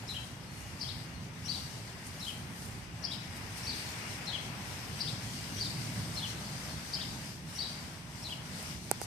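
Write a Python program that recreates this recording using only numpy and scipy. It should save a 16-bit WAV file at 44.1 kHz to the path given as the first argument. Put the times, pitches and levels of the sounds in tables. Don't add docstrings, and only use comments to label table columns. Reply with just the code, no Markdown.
import sys
import numpy as np
from scipy import signal
from scipy.fft import rfft, irfft, next_fast_len
from scipy.io import wavfile
from scipy.ndimage import uniform_filter1d, map_coordinates

SR = 44100
rng = np.random.default_rng(int(sys.argv[2]) if len(sys.argv) > 2 else 0)


def transcribe(signal):
    frames = np.atleast_2d(signal).T
    limited = np.clip(frames, -1, 1)
    pcm = np.round(limited * 32767).astype(np.int16)
    wavfile.write(sys.argv[1], SR, pcm)


N = 399546

# peak time, rise and fall in seconds, gain in dB.
ENGINE_SWELLS = [(5.15, 0.29, .13, 3.5), (5.92, 0.32, 0.35, 5.5), (7.15, .1, 0.1, 2.5)]
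# lowest point, fall and recovery in seconds, gain in dB.
LULLS = [(.4, .1, 0.13, -1.5), (1.3, 0.12, 0.078, -2), (2.93, 0.14, 0.055, -2), (7.4, .07, 0.071, -5.5),
         (8.04, 0.071, 0.12, -3.5), (8.82, 0.056, 0.067, -4)]


def amp(db):
    return 10 ** (np.asarray(db) / 20)


def along(points, hz):
    freqs, values = np.transpose(points)
    return np.interp(np.log(hz + 1), np.log(freqs + 1), values)


def wobble(rate, size=N):
    knots = rng.standard_normal(int(size * rate / SR) + 4)
    return map_coordinates(knots, [np.arange(size) * rate / SR])


def swells(rows):
    t = np.arange(N) / SR
    return sum(db * np.exp(-((t - s) / np.where(t < s, rise, fall)) ** 2 / 2)
               for s, rise, fall, db in rows)


def filtered(x, response):
    size = next_fast_len(N + 8192)
    return irfft(rfft(x, size) * response(np.fft.rfftfreq(size, 1 / SR)), size)[..., :N]


def pan(db):
    gains = np.array([amp(db / 2), amp(-db / 2)]).reshape(2, -1)
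    return gains / np.sqrt(np.mean(gains ** 2, axis=0))


def add(track, s, sound):
    part = track[:, max(round(s * SR), 0):][:, :sound.shape[1]]
    part += sound[:, :part.shape[1]]


def rush(spectrum, patchy_db):
    # frequency in Hz, left-right correlation.
    likeness = [(60, 0.91), (130, 0.98), (290, 0.84), (640, 0.63), (1410, 0), (3100, 0), (6820, 0.011),
                (15000, -0.0)]
    # frequency in Hz, left over right in dB.
    ports = [(60, -6), (150, -1), (600, 1), (1300, 2), (2300, 5.5), (3500, 8), (5000, 12.5), (6200, 7),
             (7200, -2.5), (8700, -9.5), (11000, -5.5), (14000, -10.5)]
    bins = signal.stft(rng.standard_normal((2, N)), nperseg=512)[2]
    patches = uniform_filter1d(rng.standard_normal(bins.shape[1:]), size=6, axis=0)
    patches = uniform_filter1d(patches, size=14, axis=1)
    patches /= np.sqrt(np.mean(patches ** 2))
    noise = signal.istft(bins * amp(patchy_db * patches), nperseg=512)[1][:, :N]

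    def colour_and_width(hz):
        angle = np.arccos(np.clip(along(likeness, hz), -1, 1)) / 2
        return amp(along(spectrum, hz)) * [np.cos(angle), np.sin(angle)]

    mid, side = filtered(noise, colour_and_width)
    stereo = filtered(np.array([mid + side, mid - side]), lambda hz: pan(along(ports, hz)))
    return stereo / stereo.mean(axis=0).std()


def surroundings(near_db, near_t60, far_db):
    # frequency in Hz, seconds to fall 60 dB.
    decay = [(2800, 0.37), (5000, 0.65), (9000, 0.32)]
    hz, t, bins = signal.stft(rng.standard_normal((2, SR * 2 // 3)), SR, nperseg=256)
    far = signal.istft(bins * amp(-60 * t / along(decay, hz)[:, None]), SR, nperseg=256)[1]
    t = np.arange(far.shape[1]) / SR
    far *= 1 - np.exp(-t / 0.024)
    near = rng.standard_normal(far.shape) * amp(-60 * t / near_t60)
    scatter = amp(near_db) * near / np.linalg.norm(near[0])
    echo = amp(far_db) * far / np.linalg.norm(far[0])
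    return (t == 0) + scatter + echo


def traffic_rumble(split_hz=95):
    # frequency in Hz, relative level in dB.
    spectrum = [(15, -60), (25, -23), (40, -20), (55, -6.5), (85, -2), (115, -1.5), (155, 0), (200, -5),
                (250, -7.5), (320, -15), (400, -18), (500, -25), (650, -22), (1100, -120)]
    traffic = rush(spectrum, patchy_db=0.9)
    deep = filtered(traffic, lambda hz: 1 / (1 + (hz / split_hz) ** 8))
    deep_gain = amp(-45 + 1.1 * wobble(3.93))
    upper_gain = amp(-46 + swells(ENGINE_SWELLS) + 0.52 * wobble(4.01))
    return deep_gain * deep + upper_gain * (traffic - deep)


def traffic_wash():
    # frequency in Hz, relative level in dB.
    spectrum = [(180, -25), (300, -3), (322, -5), (523, -4.5), (757, -1), (988, -1), (1130, -3.5),
                (2050, -2), (3500, -9.5), (4550, -20), (7700, -120)]
    # peak time, rise and fall in seconds, gain in dB.
    surges = [(2.45, 0.26, 0.26, 0.5), (4.1, 0.51, 0.58, 3.5), (6.3, 1.2, 0.9, 3), (8.62, 0.072, 0.1, 3)]
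    return amp(-52.5 + swells(surges) + swells(LULLS)) * rush(spectrum, patchy_db=0.92)


def passing_car(peak_s=3.95, rise_s=0.69, fall_s=1.0, lift_db=19):
    # frequency in Hz, relative level in dB.
    spectrum = [(1100, -42), (1700, -3), (2300, 1), (2900, -7), (4000, -35)]
    return amp(-72 + swells([(peak_s, rise_s, fall_s, lift_db)])) * rush(spectrum, patchy_db=2.0)


def motor_hum(ease_at_s=6.55, ease_s=0.088, drop_db=10):
    eased = (1 + np.tanh((np.arange(N) / SR - ease_at_s) / ease_s)) / 2
    hz = 113 + 3.41 * wobble(9)
    level_db = -53 + 1.7 * swells(ENGINE_SWELLS) - drop_db * eased + 2.0 * wobble(8.6)
    return amp(level_db) * np.sin(2 * np.pi * np.cumsum(hz) / SR)


def whine():
    gain = amp(-68.5 + 4.3 * wobble(6.2))
    hz = 2845 + 12 * wobble(40)
    return pan(6.9) * gain * np.sin(2 * np.pi * np.cumsum(hz) / SR)


def leaves():
    # frequency in Hz, relative level in dB.
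    spectrum = [(1290, -27), (2200, -7), (2640, -9), (2920, -6), (3530, -5), (4960, 0), (6090, -2.5),
                (6800, -7), (8750, -5), (10700, -12), (13900, -14.5), (14500, -22)]
    # peak time, rise and fall in seconds, gain in dB.
    gusts = [(.88, 0.067, 0.094, 6), (1.5, 0.046, .27, 7), (3.78, 0.26, .33, 6.5), (5.85, 1.2, 1.64, 9.5),
             (8.65, 0.11, 0.26, 7)]
    level_db = -57 + swells(gusts) + swells(LULLS) + 0.94 * wobble(20)
    return amp(level_db) * rush(spectrum, patchy_db=1.46)


def far_bird(pitch_hz=4290, length_s=0.076):
    # start in seconds, relative level in dB.
    peeps = [(.445, -51), (1.12, -60), (3.41, -61), (6.43, -49), (6.67, -49)]
    out, t = np.zeros((2, N)), np.arange(round(length_s * SR)) / SR
    for s, db in peeps:
        hz = pitch_hz * (1 + 0.01 * wobble(180, len(t)))
        peep = np.sin(np.pi * t / length_s) * np.sin(2 * np.pi * np.cumsum(hz) / SR)
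        path = surroundings(near_db=-2, near_t60=0.1, far_db=-2)
        add(out, s, amp(db - 3.5) * pan(8) * signal.fftconvolve(peep[None], path, axes=1))
    return out


def hammock():
    # peak time in seconds, level in dB, half length in seconds.
    swishes = [(0.13, -55.5, 0.046), (.25, -57.5, 0.044), (.61, -57, 0.067), (2.07, -54, 0.023),
               (2.269, -50.5, 0.083), (2.643, -54, 0.1), (3.135, -52, 0.019), (3.37, -51, 0.0099),
               (3.585, -49.5, .015), (7.553, -54.5, .02), (8.263, -56.5, 0.067), (8.603, -62, 0.051),
               (9.033, -46.5, 0.017)]
    # frequency in Hz, relative level in dB.
    spectrum = [(2650, -26), (4500, -1.5), (5340, -4), (7520, -5), (9200, -2.5), (13700, -13), (14500, -15)]
    t = np.arange(N) / SR
    rub = sum(amp(db) * np.exp(-((t - s) / half) ** 2 / 2) for s, db, half in swishes)
    return rub * amp(1.7 * wobble(70)) * rush(spectrum, patchy_db=2.0)


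def case_clicks():
    # frequency in Hz, relative level in dB, seconds to fall 60 dB,
    # left over right in dB.
    modes = [(450, -22, .018, -7), (620, -13, 0.0048, -22), (820, -14.5, 0.015, -9),
             (1440, -20, 0.0095, 13), (2200, -17.5, .003, -2), (8250, -10, 0.0056, -24),
             (9500, -2, 0.0014, -22), (11900, -11, .001, -22)]
    # start in seconds, relative level in dB, hardness as treble gain in dB.
    clicks = [(.038, -29, -20), (8.628, -36, 4), (8.914, -10, 0), (9.016, -19, -7.5)]
    out, t = np.zeros((2, N)), np.arange(SR // 20) / SR
    bass_cut = signal.butter(2, 300, "high", fs=SR)
    for s, level_db, hard_db in clicks:
        ring = np.zeros((2, len(t)))
        for hz, db, t60, pan_db in modes:
            envelope = amp(db + hard_db * (hz > 5000) - 60 * t / t60)
            ring += pan(pan_db) * envelope * np.sin(2 * np.pi * hz * t)
        add(out, s, amp(level_db + 5) * signal.lfilter(*bass_cut, ring))
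    return out


def whistle(note, ratio, waver=0.0173, rasp=0.05, flutter_db=2.5, octave_db=-27):
    t = np.arange(SR // 6) / SR
    crest_s, rise, fall, start_hz, crest_hz, end_hz, db, roundness = note
    away = np.clip(np.maximum((crest_s - t) / rise, (t - crest_s) / fall), 0, 1)
    glide_hz = crest_hz + (np.where(t < crest_s, start_hz, end_hz) - crest_hz) * away ** roundness
    swell = amp(db) * (1 - away ** 2) ** 0.97
    softness = np.clip(1 - swell, 0, 1) ** 2
    jitter = waver * wobble(402.2, len(t)) + rasp * softness * wobble(1500, len(t))
    phase = 2 * np.pi * np.cumsum(ratio * glide_hz * (1 + jitter)) / SR
    flutter = amp(flutter_db * wobble(353.4, len(t)))
    return swell * flutter * (np.sin(phase) + amp(octave_db) * np.sin(2 * phase))


def sparrow():
    # crest time, rise and fall in seconds, start, crest and end pitch in Hz
    # before transposing, relative level in dB, roundness of the glide (1 or less pointed, 2 round).
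    slur = [(.017, 0.011, 0.01, 4500, 5650, 4900, -15.5, 1.8),
            (.028, 0.0082, 0.049, 3890, 4170, 3100, -12, 1.5),
            (.04, .018, .034, 4180, 4260, 3800, -14, 1.6), (.095, 0.0232, 0.016, 2746, 3340, 2850, -8, 2),
            (.104, .007, 0.023, 3280, 3150, 2600, -9.5, 1.001)]
    chirrup = [(.011, .008, 0.0092, 5230, 5760, 5200, -17.5, 2.06),
               (.028, .014, .018, 3500, 4745, 3570, -5.5, 2.18),
               (.03, 0.0121, 0.0144, 4610, 5197, 4970, -7, 2.04),
               (.06, .016, .012, 2950, 3240, 2900, -17, 2), (.109, .038, .019, 2845, 4600, 2460, -11.5, .5)]
    cheep = [(.034, .03, 0.0273, 5350, 5770, 5620, -15.5, 1.91),
             (.038, 0.0257, 0.016, 2900, 3170, 3400, -23, 1.02),
             (.066, .018, .03, 3750, 4740, 3200, -5.5, 2.2), (.081, .013, .034, 4750, 4860, 4706, -11.5, 2),
             (.114, .019, .026, 2790, 4100, 2670, -14.5, 1.8)]
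    # start in seconds, gain in dB, pitch ratio, left over right in dB.
    song = [(.066, -30.5, .97, 10), (.79, -29.5, 1.001, 11.5), (1.432, -28.5, 0.98, 9.5),
            (2.187, -31, .98, 10), (3.02, -29, 1.02, 10), (3.617, -29.5, .98, 8.4), (4.247, -28, 1.015, 10),
            (4.983, -28.5, 0.99, 9), (5.544, -28, 1.001, 7), (6.142, -30, 1.007, 7),
            (6.915, -28, 0.99, 7.2), (7.533, -28, 0.98, 6), (8.218, -32, 1, 6.5)]
    out, calls = np.zeros((2, N)), (slur, chirrup, cheep)
    for i, (s, db, ratio, pan_db) in enumerate(song):
        call = sum(whistle(note, ratio) for note in calls[i % len(calls)])
        path = surroundings(near_db=-1, near_t60=0.12, far_db=-4.5)
        add(out, s, amp(db) * pan(pan_db) * signal.fftconvolve(call[None], path, axes=1))
    return out


def scene():
    birds = sparrow() + far_bird()
    rustle = leaves() + hammock()
    street = traffic_rumble() + traffic_wash() + passing_car() + motor_hum() + whine()
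    return birds + rustle + street + case_clicks()


def record(dry):
    return filtered(dry, lambda hz: hz < 14600)


dry = scene()
out = record(dry)
transcribe(out)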